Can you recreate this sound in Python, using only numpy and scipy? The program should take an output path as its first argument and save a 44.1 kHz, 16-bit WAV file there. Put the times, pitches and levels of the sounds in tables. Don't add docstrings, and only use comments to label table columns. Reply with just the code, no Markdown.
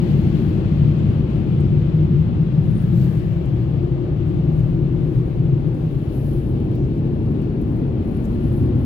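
import sys
import numpy as np
from scipy import signal
from scipy.fft import rfft, irfft, next_fast_len
from scipy.io import wavfile
from scipy.ndimage import uniform_filter1d, map_coordinates

SR = 44100
rng = np.random.default_rng(int(sys.argv[2]) if len(sys.argv) > 2 else 0)


def generate_wav(signal):
    frames = np.transpose(np.atleast_2d(signal))
    scaled = np.clip(frames, -1, 1) * 32767
    pcm = np.round(scaled).astype(np.int16)
    wavfile.write(sys.argv[1], SR, pcm)


N = 390285


def amp(db):
    return 10 ** (np.asarray(db) / 20)


def unit(x):
    return x / np.sqrt(np.mean(x.mean(0) ** 2) + 1e-20)


def along(points, hz):
    f, v = np.transpose(points)
    return np.interp(np.log(hz + 1), np.log(f + 1), v)


def curves(rows):
    s, *cols = np.transpose(rows)
    return [np.interp(np.arange(N) / SR, s, c) for c in cols]


def wobble(rate_hz):
    knots = rng.standard_normal(int(N * rate_hz / SR) + 4)
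    return map_coordinates(knots, [np.arange(N) * rate_hz / SR])


def ramp(start_s, length_s):
    return np.clip((np.arange(N) / SR - start_s) / length_s, 0, 1)


def bump(middle_s, half_s):
    return np.exp(-((np.arange(N) / SR - middle_s) / half_s) ** 2)


def filtered(x, response):
    m = next_fast_len(N + SR // 2)
    return irfft(rfft(x, m) * response(np.fft.rfftfreq(m, 1 / SR)), m)[..., :N]


def panned(side_db):
    pair = amp(np.atleast_1d(side_db) * np.array([[1], [-1]]) / 2)
    return pair / np.sqrt(np.mean(pair ** 2, axis=0))


# f/Hz, coherence
COHERENCE = [(40, 1), (170, 0.92), (350, 1), (480, 0.69), (620, .48), (850, .1), (1200, -.2), (2200, 0),
             (16000, -0.0024)]


def turbulence(colour, lag_s=0.00041):
    def mid_side_gains(hz):
        turn = np.arccos(np.clip(along(COHERENCE, hz), -1, 1)) / 2
        return np.array([np.cos(turn), np.sin(turn)])

    def lead(hz):
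        lag = lag_s / (1 + (hz / 500) ** 2)
        return np.exp(1j * np.pi * hz * lag * np.array([[1], [-1]]))

    mid, side = filtered(rng.standard_normal((2, N)), mid_side_gains)
    ports = np.array([mid + side, mid - side])
    return unit(filtered(ports, lambda hz: colour(hz) * lead(hz)))


def drumming(modes, steady):
    def colour(hz):
        power = 0
        for centre_hz, width_hz, db in modes:
            detuning = (hz ** 2 - centre_hz ** 2) / (width_hz * (hz + 1))
            power = power + amp(db) ** 2 / (1 + detuning ** 2 / 2) ** 3
        return np.sqrt(power)

    x = turbulence(colour)
    power = np.abs(uniform_filter1d(x.mean(0) ** 2, size=SR // 10)) + 1e-6
    return unit(x / power ** (np.clip(steady, 0, 1) / 2))


def cored(hz, width_hz, core, steady):
    tone = np.sqrt(2) * np.sin(2 * np.pi * np.cumsum(hz + width_hz / 4 * wobble(20)) / SR)
    return np.sqrt(1 - core) * drumming([(hz, width_hz, 0)], steady) + np.sqrt(core) * tone


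TO_WINDSCREEN_S, QUICK_TURN_S = 3.12, 0.59
TO_REAR_S, SLOW_TURN_S = 5.83, 1.1


def heading():
    first = ramp(TO_WINDSCREEN_S - QUICK_TURN_S / 2, QUICK_TURN_S)
    second = ramp(TO_REAR_S - SLOW_TURN_S / 2, SLOW_TURN_S)
    return first - second, second


SIDE_DB, WINDSCREEN_SIDE_DB, REAR_SIDE_DB = 3, 1, -0.9


def facing_db():
    to_windscreen, to_rear = heading()
    return SIDE_DB + WINDSCREEN_SIDE_DB * to_windscreen + REAR_SIDE_DB * to_rear


FADE_SHAPE = 1.3
REAR_FULL_S = 8.5


def driven(drive):
    level_db, front_db, fade_s, rear_db, felt_s, windscreen_db = drive
    front_jets = np.exp(-(np.arange(N) / SR / fade_s) ** FADE_SHAPE)
    rear_jets = ramp(felt_s, REAR_FULL_S - felt_s)
    jets_db = front_db * front_jets + rear_db * rear_jets
    return amp(level_db + jets_db + windscreen_db * heading()[0])


BUFFET_DB = 1.3


def buffeted(drive):
    return driven(drive) * amp(BUFFET_DB * wobble(8))


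def reflections(x, depth_db=1.0):
    z = signal.stft(x, nperseg=2048)[2]
    ripple = uniform_filter1d(rng.standard_normal(z.shape), size=3, axis=1)
    ripple = uniform_filter1d(ripple, size=36, axis=2)
    return signal.istft(z * amp(depth_db * ripple / ripple.std()), nperseg=2048)[1][:, :N]


# f/Hz, left-right level/dB
PORT_SIDE = [(3000, 8), (5000, 10.5), (5800, 19.5), (7900, 19.5), (9300, -0.5), (11500, -2), (14500, 6)]


def close_by(x, spectrum):
    return filtered(x, lambda hz: amp(along(spectrum, hz)) * panned(along(PORT_SIDE, hz)))


# f/Hz, width/Hz, relative level/dB
SHELL_MODES = [(39, 22, -0.5), (53, 17, 0.5)]
# t/s, half length/s, gain/dB
GUSTS = [(0.35, 0.15, 3.5), (1.95, 0.27, 2.5), (4.75, 0.14, 7), (5.3, 0.31, 4), (6.348, 0.27, 5.5),
         (8.33, 0.18, 6.5)]
SHUDDER_DB = -33


def shudder():
    gust_db = sum(db * bump(s, half_s) for s, half_s, db in GUSTS)
    return amp(SHUDDER_DB + gust_db) * drumming(SHELL_MODES, steady=0.8) * panned(1.1)


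# f/Hz, width/Hz, relative level/dB
ROOF_MODES = [(70.4, 36, -1.3), (95, 20, 2.8)]
# t/s, level/dB
ROOF_LEVEL = [(0.0, -24.5), (0.55, -21), (1.3, -24.5), (2.0, -24), (2.4, -26.5), (3.4, -27.5), (4.6, -26),
              (5.5, -31), (6.3, -29.5), (6.9, -28), (8.15, -27), (8.6, -22.5), (8.85, -23)]


def roof():
    [level_db] = curves(ROOF_LEVEL)
    return amp(level_db) * drumming(ROOF_MODES, steady=0.06) * panned(facing_db() - 1.5)


# f/Hz, width/Hz, relative level/dB
BOOM_MODES = [(126.5, 32, 0)]
# t/s, level/dB
BOOM_LEVEL = [(0.0, -24.5), (0.7, -22.5), (2.1, -22.5), (2.6, -22.5), (3.1, -18.5), (3.6, -21),
              (4.7, -22.5), (5.2, -21), (5.52, -23.5), (6.1, -25), (6.7, -23.5), (7.2, -22), (7.5, -29.5),
              (7.85, -21), (8.12, -32), (8.5, -22), (8.85, -20.5)]


def boom():
    [level_db] = curves(BOOM_LEVEL)
    return amp(level_db) * drumming(BOOM_MODES, steady=0.21) * panned(facing_db() - 0.3)


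# t/s, level/dB, f/Hz
HUM = [(0.0, -19, 156.5), (0.8, -21.5, 155), (1.1, -22, 151.8), (1.58, -27.5, 149.6), (1.76, -18, 151.7),
       (2.2, -17.5, 153), (2.6, -20, 153.2), (3.0, -20.5, 163.8), (3.35, -22, 161.4), (3.68, -18.5, 156.6),
       (4.0, -29.5, 154.8), (4.4, -19, 151.1), (4.8, -19.5, 152.8), (5.1, -24, 155.4), (5.5, -18.5, 150.8),
       (6.25, -27.5, 148.2), (7.2, -25, 149.7), (8.1, -33, 156.8), (8.85, -36, 159.5)]
HUM_WIDTH_HZ, HUM_CORE = 25.5, 0.33


def hum():
    level_db, hz = curves(HUM)
    ring = cored(hz.mean(), HUM_WIDTH_HZ, HUM_CORE, steady=1.0)
    read_at = np.cumsum(hz / hz.mean())
    drifting = np.array([np.interp(read_at, np.arange(N), port) for port in ring])
    return amp(level_db) * drifting * panned(facing_db() + 0.43)


# f/Hz, width/Hz, relative level/dB
FRONT_MODES = [(197.9, 44, 0.5)]
# level/dB, front-jet gain/dB, its fade/s, rear-jet gain/dB, felt from t/s, windscreen gain/dB
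FRONT_DRIVE = (-34.5, 8.5, 5.5, 0, 5.5, -6)


def front_panel():
    return buffeted(FRONT_DRIVE) * drumming(FRONT_MODES, steady=0.28) * panned(facing_db() + 3.0)


# f/Hz, width/Hz, relative level/dB
REAR_MODES = [(185, 42, -0.85), (231.6, 54, -0.71)]
# level/dB, front-jet gain/dB, its fade/s, rear-jet gain/dB, felt from t/s, windscreen gain/dB
REAR_DRIVE = (-30.5, 4.5, 2, 6, 5, -2)


def rear():
    return buffeted(REAR_DRIVE) * drumming(REAR_MODES, steady=0.61) * panned(facing_db() + 0.4)


# f/Hz, width/Hz, relative level/dB
DOOR_MODES = [(284, 73, -5), (312.4, 58, 0.5), (375.4, 46, -4.5)]
# t/s, level/dB
DOORS_LEVEL = [(0.0, -32.5), (0.45, -26.5), (0.9, -32), (1.5, -30.5), (2.9, -34.5), (3.6, -32),
               (5.0, -29.5), (5.8, -32), (6.9, -29.5), (7.95, -30), (8.85, -30.5)]


def doors():
    [level_db] = curves(DOORS_LEVEL)
    gain = amp(level_db + 0.79 * wobble(9.1))
    return gain * drumming(DOOR_MODES, steady=0.13) * panned(facing_db() + 1.3)


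# t/s, level/dB
DRONE_LEVEL = [(0.0, -30.5), (0.5, -43), (1.05, -40), (1.45, -33), (2.0, -33.5), (2.5, -38), (3.1, -33.5),
               (3.5, -35.5), (4.0, -29), (4.7, -35), (5.2, -32.5), (5.8, -39.5), (6.5, -35), (7.6, -40.5),
               (8.2, -36), (8.85, -33.5)]
DRONE_HZ, DRONE_WIDTH_HZ, DRONE_CORE = 349, 24, 0.2


def drone():
    [level_db] = curves(DRONE_LEVEL)
    ring = cored(DRONE_HZ, DRONE_WIDTH_HZ, DRONE_CORE, steady=0.3)
    return amp(level_db) * ring * panned(facing_db() + 3.5)


# f/Hz, width/Hz, relative level/dB
TAILGATE_MODES = [(425, 60, 0)]
TAILGATE_DB, TAILGATE_S, TAILGATE_HALF_S = -40.5, 7.15, 1.05


def tailgate():
    swell = amp(TAILGATE_DB) * bump(TAILGATE_S, TAILGATE_HALF_S)
    return swell * drumming(TAILGATE_MODES, steady=0.2) * panned(facing_db() - 1.0)


# t/s, half length/s, gain/dB
RISES_AND_DIPS = [(0.85, 0.04, 5), (1.525, 0.053, 4), (1.734, 0.025, 5), (2.623, 0.03, 4),
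                  (2.995, 0.056, 3), (3.12, 0.029, -7), (5.295, 0.068, -4.5), (5.43, 0.04, 3.5),
                  (5.54, 0.027, 5), (5.68, 0.04, 0.5)]


def body():
    swing_db = sum(db * bump(s, half_s) for s, half_s, db in RISES_AND_DIPS)
    air = amp(swing_db) * (boom() + hum())
    return shudder() + roof() + air + front_panel() + rear() + doors() + drone() + tailgate()


# t/s, f/Hz, gain/dB
NULL = [(0, 266, -10), (1.0, 254, -3), (2.9, 259, -6), (3.35, 231, -11.5), (3.8, 222.5, -6),
        (4.9, 213, -2.5), (5.6, 216, -7), (6.3, 187, -6.5), (6.6, 186, -3.5)]
NULL_WIDTH_HZ = 22


def standing_wave(x):
    hz, t, z = signal.stft(x, SR, nperseg=4096, noverlap=3072)
    s, null_hz, null_db = np.transpose(NULL)
    offset_hz = hz[:, None] - np.interp(t, s, null_hz)
    dip_db = np.interp(t, s, null_db) * np.exp(-(offset_hz / NULL_WIDTH_HZ) ** 2)
    return signal.istft(z * amp(dip_db), SR, nperseg=4096, noverlap=3072)[1][:, :N]


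# f/Hz, left-right level/dB
AIR_SIDE = [(300, 7), (650, 4.5), (1000, 7.5), (2000, 8), (2600, 10.5), (5000, 11.5), (5700, 20.5),
            (7900, 23.5), (9300, 4), (15000, 6)]


def stream(spectrum):
    return turbulence(lambda hz: amp(along(spectrum, hz)) * panned(along(AIR_SIDE, hz)))


# f/Hz, relative level/dB
ROAR = [(150, -18.5), (300, -2), (440, -0.5), (550, -4), (680, -10.5), (800, -11.5), (1000, -18.5),
        (1500, -36.5), (4000, -80.5)]
# level/dB, front-jet gain/dB, its fade/s, rear-jet gain/dB, felt from t/s, windscreen gain/dB
ROAR_DRIVE = (-40, 4.5, 1.5, 3.5, 5, 1.6)


def roar():
    return driven(ROAR_DRIVE) * amp(0.83 * wobble(6.9)) * stream(ROAR)


# f/Hz, relative level/dB
RUSH = [(500, -16.5), (850, -4.5), (1100, 5), (1300, 2.5), (1550, 0), (1950, -3), (2300, -6), (3000, -19.5),
        (4000, -20.5), (8000, -59.5)]
# level/dB, front-jet gain/dB, its fade/s, rear-jet gain/dB, felt from t/s, windscreen gain/dB
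RUSH_DRIVE = (-57, 6.5, 3, 2.5, 7.0, 0.2)


def rush():
    return driven(RUSH_DRIVE) * amp(0.46 * wobble(13)) * stream(RUSH)


# f/Hz, relative level/dB
HISS = [(1200, -26), (2000, -2), (2650, 2), (3300, -2), (3800, -5.5), (4300, -7), (5200, -14),
        (6300, -19.5), (7600, -22), (8700, -29), (15000, -40)]
# level/dB, front-jet gain/dB, its fade/s, rear-jet gain/dB, felt from t/s, windscreen gain/dB
HISS_DRIVE = (-59.5, 8, 2.5, 1.6, 8, 0.5)


def hiss():
    return driven(HISS_DRIVE) * amp(0.63 * wobble(16)) * stream(HISS)


# f/Hz, relative level/dB
SEAL = [(1500, -18.5), (3000, -3), (4200, 2.5), (5500, -8), (7500, -13), (9000, -20), (15000, -27)]
SEAL_DB, SEAL_S, SEAL_HALF_S = -63.5, 0.22, 0.65


def seal():
    return amp(SEAL_DB) * bump(SEAL_S, SEAL_HALF_S) * stream(SEAL)


# f/Hz, width/Hz, relative level/dB
NOZZLE_MODES = [(3100, 840, 0)]
NOZZLE_DB, NOZZLE_S, NOZZLE_HALF_S = -64.5, 1.2, 2.6


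def nozzle():
    return amp(NOZZLE_DB) * bump(NOZZLE_S, NOZZLE_HALF_S) * drumming(NOZZLE_MODES, steady=0) * panned(9)


# f/Hz, width/Hz, relative level/dB
WINDSCREEN_MODES = [(1190, 230, 0)]
WINDSCREEN_DB, WINDSCREEN_S, WINDSCREEN_HALF_S = -60, 4.3, 1.05


def windscreen():
    swell = amp(WINDSCREEN_DB) * bump(WINDSCREEN_S, WINDSCREEN_HALF_S)
    return swell * drumming(WINDSCREEN_MODES, steady=0) * panned(4.6)


def airflow():
    return roar() + windscreen() + reflections(rush() + hiss() + seal() + nozzle())


WHINE_HZ, WHINE_DB = 1736, -72


def whine(waver=0.0015, flutter_db=2):
    phase = 2 * np.pi * WHINE_HZ * np.cumsum(1 + waver * wobble(25)) / SR
    return amp(WHINE_DB + flutter_db * wobble(3.6)) * np.sin(phase) * panned(along(AIR_SIDE, WHINE_HZ))


# start t/s, length/s, relative level/dB, left-right level/dB
STROKES = [(-0.1, 0.62, -70.5, 2.5), (0.551, 0.91, -81, 3), (2.569, 0.13, -73.5, -0.5),
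           (2.7, 0.14, -68.5, 2), (2.892, 0.17, -63.5, 4), (3.078, 0.1, -69.5, 4.5), (3.2, 0.12, -73, 4.5),
           (3.351, 0.3, -77, 5), (4.239, 0.05, -73, 3.5), (4.452, 0.25, -75.5, -0.5),
           (4.898, 0.5, -76.5, -0.5), (5.046, 0.12, -74.5, 1), (5.695, 0.23, -73.5, -1),
           (5.883, 0.22, -71, -3.5), (6.091, 0.25, -62.5, -8.5), (6.357, 0.15, -69.5, -8),
           (6.603, 0.82, -80, -3), (7.552, 0.23, -77, 0.5), (8.022, 0.08, -68.5, -8),
           (8.148, 0.28, -72, -4), (8.401, 0.21, -66, -9), (8.729, 0.12, -69.5, -5.5)]
FIDGET_DB = -79
STROKE_ATTACK_S, STROKE_RELEASE_S = 0.053, 0.115


def sliding():
    t = np.arange(N) / SR
    power = amp(FIDGET_DB) ** 2
    for start, length, db, side_db in STROKES:
        attack = (1 + np.tanh((t - start) / STROKE_ATTACK_S - .5)) / 2
        release = np.exp(-np.maximum(t - start - length, 0) / STROKE_RELEASE_S)
        power = power + (amp(db) * attack * release * panned(side_db)) ** 2
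    return np.sqrt(power)


# f/Hz, relative level/dB
CLOTH = [(1500, -15.5), (4000, 1.5), (6000, -2), (7800, -2.5), (8700, -8), (9700, 1), (12000, -0.5),
         (13300, -3.5), (15800, -3)]


def clothes(fizz_db=5.2, brighten=.33, catch_db=1.0):
    gain = sliding()
    fibres = rng.standard_normal((2, N)) * amp(1.2 * wobble(400) + catch_db * wobble(28))
    fizz = unit(reflections(close_by(fibres, CLOTH)))
    top = filtered(fizz, lambda hz: np.clip((hz - 12000) / 1000, 0, 1))
    brighter = (gain[0] / gain[0].mean()) ** brighten
    return amp(fizz_db) * gain * (fizz + (brighter - 1) * top)


# t/s, length/s, f/Hz, level/dB before panning and grip
SQUEAKS = [(.82, .08, 12450, -78), (.97, .045, 7320, -70), (1.03, .11, 7400, -79), (1.134, .08, 12500, -80),
           (1.342, .1, 12450, -77), (1.39, .045, 9600, -77), (1.47, .06, 9600, -81),
           (2.723, 0.115, 9530, -62), (2.73, .08, 7750, -72), (2.774, .09, 15400, -71)]


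def squeaks(waver=.018):
    t, out = np.arange(N) / SR, np.zeros(N)
    bend, grip = 1 + waver * wobble(900), amp(3 * wobble(90))
    for s, length, hz, db in SQUEAKS:
        swell = np.sqrt(np.abs(np.sin(np.pi * np.clip((t - s) / length, 0, 1))))
        out += amp(db) * swell * grip * np.sin(2 * np.pi * hz * np.cumsum(bend) / SR)
    return out * panned(6)


# t/s, relative level/dB, left-right level before port colour/dB, f/Hz, half width/octaves, t60/s
TICKS = [(1.6033, -50, 3, 8840, .22, .05), (2.708, -54, 1, 9800, .4, .04),
         (3.455, -55.5, 3, 9500, .6, .045), (4.262, -61, 2.5, 13000, .5, .12),
         (4.531, -55, 1, 10900, .4, .03), (4.591, -54.5, -1.5, 8700, .7, .05),
         (5.678, -57.5, 1.5, 11460, .4, .04), (5.7439, -55.5, 5, 10100, .7, .06),
         (6.4904, -51, -10, 10900, .13, .015), (6.6004, -53.5, -5, 10500, .15, .015),
         (6.6462, -54.5, 3, 13400, .35, .045), (6.713, -51.5, -5.5, 11070, .13, .015),
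         (6.751, -47.5, 3.5, 13000, .9, .04), (6.979, -56.5, 4, 11030, .7, .05),
         (7.1481, -56.5, -6.5, 10800, .15, .015), (7.2317, -57, -4.5, 10360, .15, .015),
         (7.315, -56.5, 3.5, 13700, .5, .05), (7.4167, -54, 0.5, 10460, .6, .045),
         (7.6136, -48, -2.5, 10880, .45, .025), (7.62, -55.5, -0.5, 11540, .6, .05),
         (7.721, -50.5, -10.5, 10970, .12, .013), (7.7622, -56, -1, 11000, .45, .06),
         (8.0798, -52.5, -6, 10720, .15, .015), (8.152, -48, -10.5, 11240, .12, .013),
         (8.169, -45.5, -5.5, 11200, .2, .018), (8.1979, -53.5, -5.5, 10500, .15, .013),
         (8.2418, -51, 3.5, 8480, .9, .05), (8.2517, -50.5, 4, 9000, .9, .07),
         (8.325, -51.5, -6.5, 11340, .13, .013), (8.3456, -53.5, 1, 10900, .5, .04),
         (8.5644, -45.5, -9.5, 10960, .13, .015), (8.754, -53, -10, 11000, .13, .015),
         (8.8113, -49.5, -6, 11500, .15, .013)]
# f/Hz, relative level/dB
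TICK_TONE = [(1000, -27.5), (4000, -2.5), (7500, 0), (8700, -5), (10500, -2.5), (15800, -2.5)]


def ticks(tail_t60_s=.09, tail_db=-19):
    out, t = np.zeros((2, N + SR)), np.arange(SR // 10) / SR
    hz = np.fft.rfftfreq(len(t), 1 / SR) + 1
    for s, db, side_db, centre_hz, octaves, t60_s in TICKS:
        decay = amp(-60 * t / t60_s) + amp(tail_db - 60 * t / tail_t60_s)
        fade = decay * (1 - np.exp(-t / .0004))
        colour = 1 / (1 + (np.log2(hz / centre_hz) / octaves) ** 2)
        crack = unit(irfft(rfft(rng.standard_normal((2, len(t)))) * colour, len(t)))
        out[:, round(s * SR):][:, :len(t)] += amp(db - 4.5) * panned(side_db) * fade * crack
    return close_by(out[:, :N], TICK_TONE)


# t/s, half length/s, level/dB before unevenness, f/Hz, width/octaves
SWISHES = [(3.05, .38, -60.5, 1770, .17), (3.0, .14, -64.5, 3900, .2), (6.8, .1, -71, 5100, .4)]


def sleeve(uneven_db=2.0, side_db=8):
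    out = np.zeros((2, N))
    for s, half_s, db, centre_hz, octaves in SWISHES:
        colour = lambda hz: np.exp(-(np.log2((hz + 1) / centre_hz) / octaves) ** 2 / 2)
        band = filtered(rng.standard_normal((2, N)), colour)
        out += amp(db + uneven_db * wobble(25)) * bump(s, half_s) * unit(band)
    return out * panned(side_db)


CRACKLE_FROM_S, CRACKLES_PER_S = 6.3, 90
CRACKLE_DB, CRACKLE_HZ = 3, 10900


def crackle(spread_db=6.0, octaves=.11, t60_s=.009):
    t = np.arange(SR // 50) / SR
    span_s = N / SR - CRACKLE_FROM_S
    draws = rng.random((int(CRACKLES_PER_S * span_s), 4))
    when, size, pitch, phase = draws.T[:, :, None]
    at = ((CRACKLE_FROM_S + when * span_s) * SR).astype(int) + np.arange(len(t))
    hz = CRACKLE_HZ * 2 ** (octaves * (2 * pitch - 1))
    fade = amp(spread_db * (2 * size ** 2 + 0.5) - 60 * t / t60_s)

    def grain(lag_cycles):
        jitter = np.cumsum(.25 * rng.standard_normal(at.shape), axis=1)
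        return fade * np.sin(2 * np.pi * (hz * t + lag_cycles) + jitter)

    pair = np.array([np.bincount(at.ravel(), grain(lag).ravel(), N)[:N] for lag in (0, phase)])
    return amp(CRACKLE_DB) * sliding() * pair


def scene():
    outside = standing_wave(body()) + airflow() + whine()
    return outside + clothes() + squeaks() + ticks() + sleeve() + crackle()


LOW_CUT_HZ, TOP_HZ = 29, 15800


def record(dry):
    return filtered(dry, lambda hz: (hz < TOP_HZ) / np.sqrt(1 + (LOW_CUT_HZ / (hz + 1)) ** 8))


dry = scene()
out = record(dry)
generate_wav(out)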